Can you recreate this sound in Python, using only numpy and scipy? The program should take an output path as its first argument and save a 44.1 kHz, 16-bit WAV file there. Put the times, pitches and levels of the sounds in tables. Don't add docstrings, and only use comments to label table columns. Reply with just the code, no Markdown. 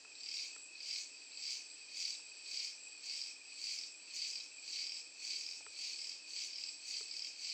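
import sys
import numpy as np
from scipy import signal
from scipy.fft import rfft, irfft
from scipy.io import wavfile
from scipy.ndimage import uniform_filter1d

SR = 44100
rng = np.random.default_rng(int(sys.argv[2]) if len(sys.argv) > 2 else 0)


def voltage_ratio(level):
    return 10 ** (np.asarray(level, float) / 20)


def persist_wave(psi):
    counts = np.round(np.clip(psi, -1, 1) * 32767).astype(np.int16)
    wavfile.write(sys.argv[1], SR, np.atleast_2d(counts).T)


N = 332073
TIME = np.arange(N) / SR


def level(x, db):
    return x * voltage_ratio(db) / np.sqrt(np.mean(x ** 2))


def colour(points, size=2048):
    hz, db = np.transpose(points)
    grid = np.maximum(np.arange(size // 2 + 1) * SR / size, 1)
    cepstrum = irfft(np.log(voltage_ratio(np.interp(np.log(grid), np.log(hz), db))))
    cepstrum[1:size // 2] *= 2
    cepstrum[size // 2 + 1:] = 0
    return irfft(np.exp(rfft(cepstrum)))


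def through(x, response):
    return signal.fftconvolve(x, response)[:N]


def band(x, low_hz, high_hz):
    return signal.sosfilt(signal.butter(8, [low_hz, high_hz], "band", fs=SR, output="sos"), x)


def clicks(times, gains):
    return np.bincount(np.clip((times * SR).astype(int), 0, N - 1), gains, N)


def walk(rate):
    hold = int(SR / rate)
    held = np.repeat(rng.standard_normal(N // hold + 1), hold)
    return 1.3 * uniform_filter1d(uniform_filter1d(held, hold), hold)[:N]


def grit(rate, spread_db):
    chance = rng.random((3, N))
    happens = chance[0] < rate / SR
    size = voltage_ratio(-spread_db * np.log(1 - chance[2]))
    return happens * np.sign(chance[1] - .5) * size


def rasp(hz, width_hz, rate, spread_db):
    low = signal.butter(3, width_hz / 2, fs=SR, output="sos")
    in_phase = signal.sosfilt(low, grit(rate, spread_db))
    quadrature = signal.sosfilt(low, grit(rate, spread_db))
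    carrier = np.exp(2j * np.pi * np.cumsum(hz) / SR)
    return level(np.real((in_phase + 1j * quadrature) * carrier), 0)


def bursts(rows, rise, echoes):
    out, t = np.zeros(N + SR), TIME[:1024]
    shape = (t / rise) * np.exp(1 - t / rise) * np.hanning(2048)[1024:]
    for (s, db, hz), chance in zip(rows, rng.standard_normal((len(rows), 8))):
        for k, (delay, echo_db) in enumerate([(0.0004, 0)] + echoes):
            start = int((s + delay * (1 + .15 * chance[k])) * SR)
            tone = np.sin(2 * np.pi * hz * (1 + 0.013 * chance[4 + k] * k) * t)
            out[start:start + len(t)] += voltage_ratio(db + echo_db) * shape * tone
    return out[:N]


# (frequency [Hz], density [dB per Hz])
NIGHT = [(15, -60.5), (25, -34.5), (194, -25), (287, -12), (1460, -20.5), (1610, -18), (1920, -16),
         (2220, -24.5), (2520, -5.5), (2780, -15.5), (3640, -18), (4660, -10), (6920, -17), (7820, -8),
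         (9070, -25.5), (11800, -49), (20000, -120)]


def night():
    hiss = level(through(rng.standard_normal(N), colour(NIGHT, size=8192)), -62.3)
    return band(hiss, 35, 9100) + voltage_ratio(-100) * np.sin(2 * np.pi * 100 * TIME)


def strokes(chirps, effort):
    scatter_db, scatter_hz, scatter_s = 1.4, 60, .0006
    top_hz, sag_hz_per_db, lowest_hz = 4850, 40, 4400
    first, gap, peak_db = np.transpose(chirps)[:, :, None]
    number, db = np.transpose(effort)
    k = np.arange(effort[-1][0] + 1)
    effort_db = np.interp(k, number, db)
    chance = rng.standard_normal((len(chirps), 3, 12))[:, :, :len(k)]
    hurry = .0008 * np.maximum(k - 6, 0) ** 2
    s = first + gap * k - hurry + scatter_s * chance[:, 1]
    hz = np.maximum(top_hz + sag_hz_per_db * effort_db, lowest_hz) + scatter_hz * chance[:, 2]
    return np.array([s, peak_db + effort_db + scatter_db * chance[:, 0], hz])


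def swell(chirps, peak_s, hold_s, rise, fall, db, sac_hz):
    coarse = TIME[::128]
    late = coarse - np.array(chirps)[:, :1] - peak_s
    db = np.array(chirps)[:, -1:] + db + rise * np.minimum(late, 0) - fall * np.maximum(late - hold_s, 0)
    power = np.interp(TIME, coarse, np.sum(voltage_ratio(db) ** 2, axis=0))
    return np.array([power, power * sac_hz])


# (frequency [Hz], density [dB per Hz])
DRUM = [(1800, -36), (2250, -6.5), (2900, -11.5), (3600, -13.5), (4100, -4.5), (4700, 2), (5300, -9.5),
        (5850, -5.5), (6300, -11.5), (7800, -15), (9000, -30.5), (10800, -41), (12500, -49.5), (15500, -40)]
# (frequency [Hz], level [dB])
RINGS = [(3188, -7.5), (4235, -20.5), (4527, 3), (4729, 3), (4941, -36), (5130, 5.5), (5331, 5), (5451, -9),
         (5608, -7), (5820, -15), (5931, -3.5), (6502, -21), (6810, -6)]


def drum_body():
    t = TIME[:4096]
    rings = sum(voltage_ratio(db) * np.sin(2 * np.pi * hz * t + hz) * np.exp(-np.pi * 25 * t) for hz, db in RINGS)
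    body = level(rings, -8.0) + level(colour(DRUM, size=len(t)), 0)
    return body / np.sqrt(np.sum(body ** 2))


def drum_strokes(rows, body):
    pops = bursts(rows, 0.0012, [(.0042, -3.0), (.009, -7.0)]) * voltage_ratio(-6.0)
    upper = [(s, db - 14.0 + (hz - 4750) / 40, min(1.13 * hz, 5500)) for s, db, hz in rows]
    pops += bursts(upper, 0.0017, [])
    strokes_s, peak_db, _ = rows.T
    cracks = through(clicks(strokes_s, voltage_ratio(peak_db + 2.5)), body)
    return pops + band(cracks, 1500, 8500)


# (stroke number, level re chirp peak [dB], pitch [Hz])
RIBS = [
    (0, -14, 3950),
    (6, -18, 3190),
    (9, -17, 3900),
]
# (time [s], peak level [dB], pitch [Hz])
STRAY_SNAPS = [(.366, -42, 3800), (2.121, -43, 3920), (2.149, -39, 3900), (4.4055, -38, 3980)]


def rib_snaps(slow):
    snaps = []
    for k, db, hz in RIBS:
        for s, chirp in zip(slow[0, :, int(k)], SLOW):
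            snaps.append((s, chirp[-1] + db + 3.0 * rng.standard_normal(), hz))
    return bursts(snaps + STRAY_SNAPS, .0014, []) * voltage_ratio(-3.5)


# (middle [s], level [dB])
DISTANT = [(-.05, -58), (.53, -60), (1.2, -55), (1.76, -55), (2.33, -55), (2.88, -57), (3.5, -56.5),
           (4.07, -62)]


def buzz(rows, body):
    loud_buzz = swell(LOUD, peak_s=.135, hold_s=.05, rise=95, fall=140, db=-12, sac_hz=4680)
    slow_buzz = swell(SLOW, peak_s=.12, hold_s=.145, rise=80, fall=150, db=-18.5, sac_hz=4830)
    distant_buzz = swell(DISTANT, peak_s=-.05, hold_s=.1, rise=120, fall=120, db=0, sac_hz=4760)
    power, pull = loud_buzz + slow_buzz + distant_buzz
    envelope, sac_hz = np.sqrt(power + voltage_ratio(-74) ** 2), pull / power

    far = through(level(grit(6000, 1.5), 0), body)
    blur = band(far, 1516, 5860) * envelope * voltage_ratio(-5.3 + 0.76 * walk(40))
    sac = rasp(4740 + 2.4 * (sac_hz - 4750), 380, 1500, 0.87)
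    upper = rasp(5380 + 60 * walk(8), 450, 1500, 0.87) * np.sqrt(slow_buzz[0]) * voltage_ratio(-7)

    strokes_s, peak_db, _ = rows.T
    shake = through(clicks(strokes_s, voltage_ratio(peak_db - 14.0)), np.exp(-TIME[:4096] / .006))
    rattle = band((far + voltage_ratio(-7.0) * sac) * shake, 1750, 7380)

    loud_shine = swell(LOUD, peak_s=.08, hold_s=.14, rise=230, fall=200, db=-52, sac_hz=0)
    slow_shine = swell(SLOW, peak_s=.13, hold_s=.14, rise=150, fall=230, db=-56, sac_hz=0)
    treble = np.sqrt((loud_shine + slow_shine)[0] + voltage_ratio(-106) ** 2)
    shine = band(far, 6210, 17000) * treble * voltage_ratio(37.0 + 1.8 * walk(30)) * (1 + voltage_ratio(42.0) * shake)
    return rattle + blur + sac * envelope * voltage_ratio(-9.8) + upper + shine


# (first stroke [s], stroke gap [s], peak level [dB])
LOUD = [(-.284, .027, -38), (.26, .027, -31), (.7945, .027, -30.5), (1.354, .0278, -30.5),
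        (1.89, .0268, -30.5), (2.4335, .0275, -30), (2.984, .0278, -31), (3.535, .0265, -30),
        (4.082, .027, -29.7), (4.6235, .027, -29), (5.165, .028, -29), (5.707, .0273, -30),
        (6.25, .028, -30), (6.797, .0283, -30), (7.3365, .027, -30)]
# (first stroke [s], stroke gap [s], peak level [dB])
SLOW = [(.154, .0266, -32), (.7515, .0264, -33.5), (1.319, .0266, -33), (1.891, .027, -33),
        (2.458, .027, -33), (3.032, .0262, -32), (3.598, .0272, -32), (4.17, .0265, -32),
        (4.7343, .0266, -31), (5.305, .0262, -32), (5.8785, .0274, -31), (6.449, .027, -31),
        (7.028, .0276, -31)]
# (stroke number, level re chirp peak [dB])
LOUD_EFFORT = [(0, -21), (2, -9), (4, -3), (6, -2), (7, -8)]
SLOW_EFFORT = [(0, -13), (2, -5.5), (4, -1.5), (7, -.5), (9, -4.5)]


def cicadas():
    body = drum_body()
    slow = strokes(SLOW, SLOW_EFFORT)
    loud = strokes(LOUD, LOUD_EFFORT)
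    rows = np.hstack([loud.reshape(3, -1), slow.reshape(3, -1)]).T
    rows = rows[(rows[:, 0] > 0) & (rows[:, 0] < TIME[-1])]
    return drum_strokes(rows, body) + rib_snaps(slow) + buzz(rows, body)


# (pitch [Hz], pulse rate [per s], level [dB])
CRICKETS = [
    (2403, 37.5, -69),
    (2490, 17, -69.5),
    (2530, 48, -67.5),
    (2605, 43, -72),
]


def far_crickets():
    far, drift_hz = 0, 25 * walk(2.5)
    for hz, rate, db in CRICKETS:
        beat = 2 * np.pi * np.cumsum(rate * (1 + 0.03024 * walk(3))) / SR + 6 * rng.random()
        gate = (.5 + .5 * np.sin(beat)) ** 2.1 * voltage_ratio(2.5 * walk(5))
        tone = np.sin(2 * np.pi * np.cumsum(hz + drift_hz + 6 * walk(15)) / SR)
        far = far + level(gate * tone, db)
    return far * voltage_ratio(-4.5)


# (time [s], throbs so far, level [dB], throb depth [dB])
KATYDID = [(.04, -.5, -60, 5), (.21, 0., -59, 4), (1.0, 2., -59, 3), (2.53, 6., -58, 3),
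           (5.3, 14., -58, 1.5), (6.04, 16., -58, 4), (6.37, 17., -59, 6.5), (7.04, 19., -58, 3),
           (7.5, 20., -59, 3)]


def katydid():
    s, *columns = np.transpose(KATYDID)
    throbs, db, depth_db = (np.interp(TIME, s, c) for c in columns)
    db = db + depth_db * np.cos(2 * np.pi * throbs)
    mirror_hz = 7720 + 70 * walk(4)
    return rasp(mirror_hz, 480, 900, 0.57) * voltage_ratio(db - 3.0 + 1.3 * walk(25))


def garden(x):
    t60_s, first_echo_s = 0.38, .006
    t = TIME[:SR // 2]
    echoes = rng.standard_normal(len(t)) * voltage_ratio(-60 * t / t60_s) * (t > first_echo_s)
    return band(through(x, level(echoes, -10 * np.log10(len(t)))), 1200, 8940)


# (time [s], peak level [dB], pitch [Hz], thud level [dB], ring [s])
TICKS = [
    (0.049, -49.5, 1430, -68, 0.016),
    (0.562, -47, 1440, -66, 0.019),
    (2.196, -55, 993, -77, 0.017),
    (5.495, -69, 650, -74, 0.012),
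    (5.607, -47, 792, -77, 0.019),
    (5.665, -41, 1380, -60.5, 0.014),
    (7.008, -52, 1320, -55.5, 0.016),
]


def ticks():
    out, t = np.zeros(N + SR), TIME[:4096]
    shell = signal.butter(3, [680, 4400], "band", fs=SR, output="sos")
    for s, db, hz, thud_db, ring in TICKS:
        first = np.sin(2 * np.pi * 1.24 * hz * t) * np.exp(-t / 0.00027)
        second = np.sin(2 * np.pi * 0.936 * hz * t) * voltage_ratio(-60 * t / max(ring, .004))
        scrape = rng.standard_normal(len(t)) * np.exp(-t / .0015)
        contact = voltage_ratio(7.0) * first + voltage_ratio(-6.0) * scrape
        contact = contact + voltage_ratio(-5.0) * np.roll(second, 92)
        knock = signal.sosfilt(shell, contact)
        knock = knock + voltage_ratio(-39) * np.sin(2 * np.pi * 85 * t) * (t / .02) * np.exp(1 - t / 0.016)
        thud = np.sin(2 * np.pi * 430 * t) * np.exp(-t / 0.0095) * np.minimum(t / 0.0028, 1)
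        start = int(s * SR)
        out[start:start + len(t)] += voltage_ratio(db) * knock + voltage_ratio(thud_db + 3.0) * thud
    return out[:N]


# (time of a phrase [s], time of the next phrase [s])
PHRASES = [(.123, .339), (.557, .756), (.96, 1.171), (1.398, 1.61), (1.836, 2.03), (2.268, 2.465),
           (2.68, 2.875), (3.102, 3.314), (3.525, 3.735), (3.951, 4.147), (4.361, 4.587), (4.797, 5.018),
           (5.226, 5.435), (5.63, 5.842), (6.06, 6.266), (6.484, 6.696), (6.893, 7.102), (7.31, 7.52)]
# (offset [s], peak level [dB], pitch [Hz])
NOTES = [
    (-.07, -53.5, 2610),
    (-.048, -53.5, 2575),
    (-.026, -54, 2535),
    (-.006, -50, 2490),
    (.046, -51.5, 2525),
    (.072, -58, 2500),
    (.098, -54, 2480),
]


def near_cricket():
    near = []
    starts = np.ravel(PHRASES)
    chance = rng.standard_normal((len(starts), 2, len(NOTES)))
    for at, phrase_chance in zip(starts, chance):
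        for (s, db, hz), a, b in zip(NOTES, *phrase_chance):
            near.append((at + s, db + 1.2 * a, hz + 15 * b))
    return bursts(near, 0.0048, [])


def scene():
    insects = cicadas() + far_crickets() + near_cricket() + katydid()
    insects = signal.sosfilt(signal.butter(4, 1500, "high", fs=SR, output="sos"), insects)
    return (insects + voltage_ratio(-7) * garden(insects) + ticks() + night())[None]


def mute_faint_treble(x, edges_hz, limit_db):
    spectrum, hz = rfft(x), np.arange(N // 2 + 1) * SR / N
    out = irfft(spectrum * (hz < edges_hz[0]), N)
    for low, high in zip(edges_hz, edges_hz[1:]):
        part = irfft(spectrum * (hz >= low) * (hz < high), N)
        band_limit_db = limit_db - 1.5 * (low - edges_hz[0]) / 1000
        heard = uniform_filter1d(part ** 2, 1536) > voltage_ratio(band_limit_db) ** 2
        out = out + part * uniform_filter1d(uniform_filter1d(1. 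* heard, 256), 256)
    return out + irfft(spectrum * (hz >= edges_hz[-1]), N)


def low_pass(x):
    return signal.sosfilt(signal.butter(12, 15500, fs=SR, output="sos"), x)


def record(dry):
    gated = mute_faint_treble(dry[0], [9250, 9700, 10400, 11000, 11800], -96.3)
    return low_pass(gated)


dry = scene()
out = record(dry)
persist_wave(out)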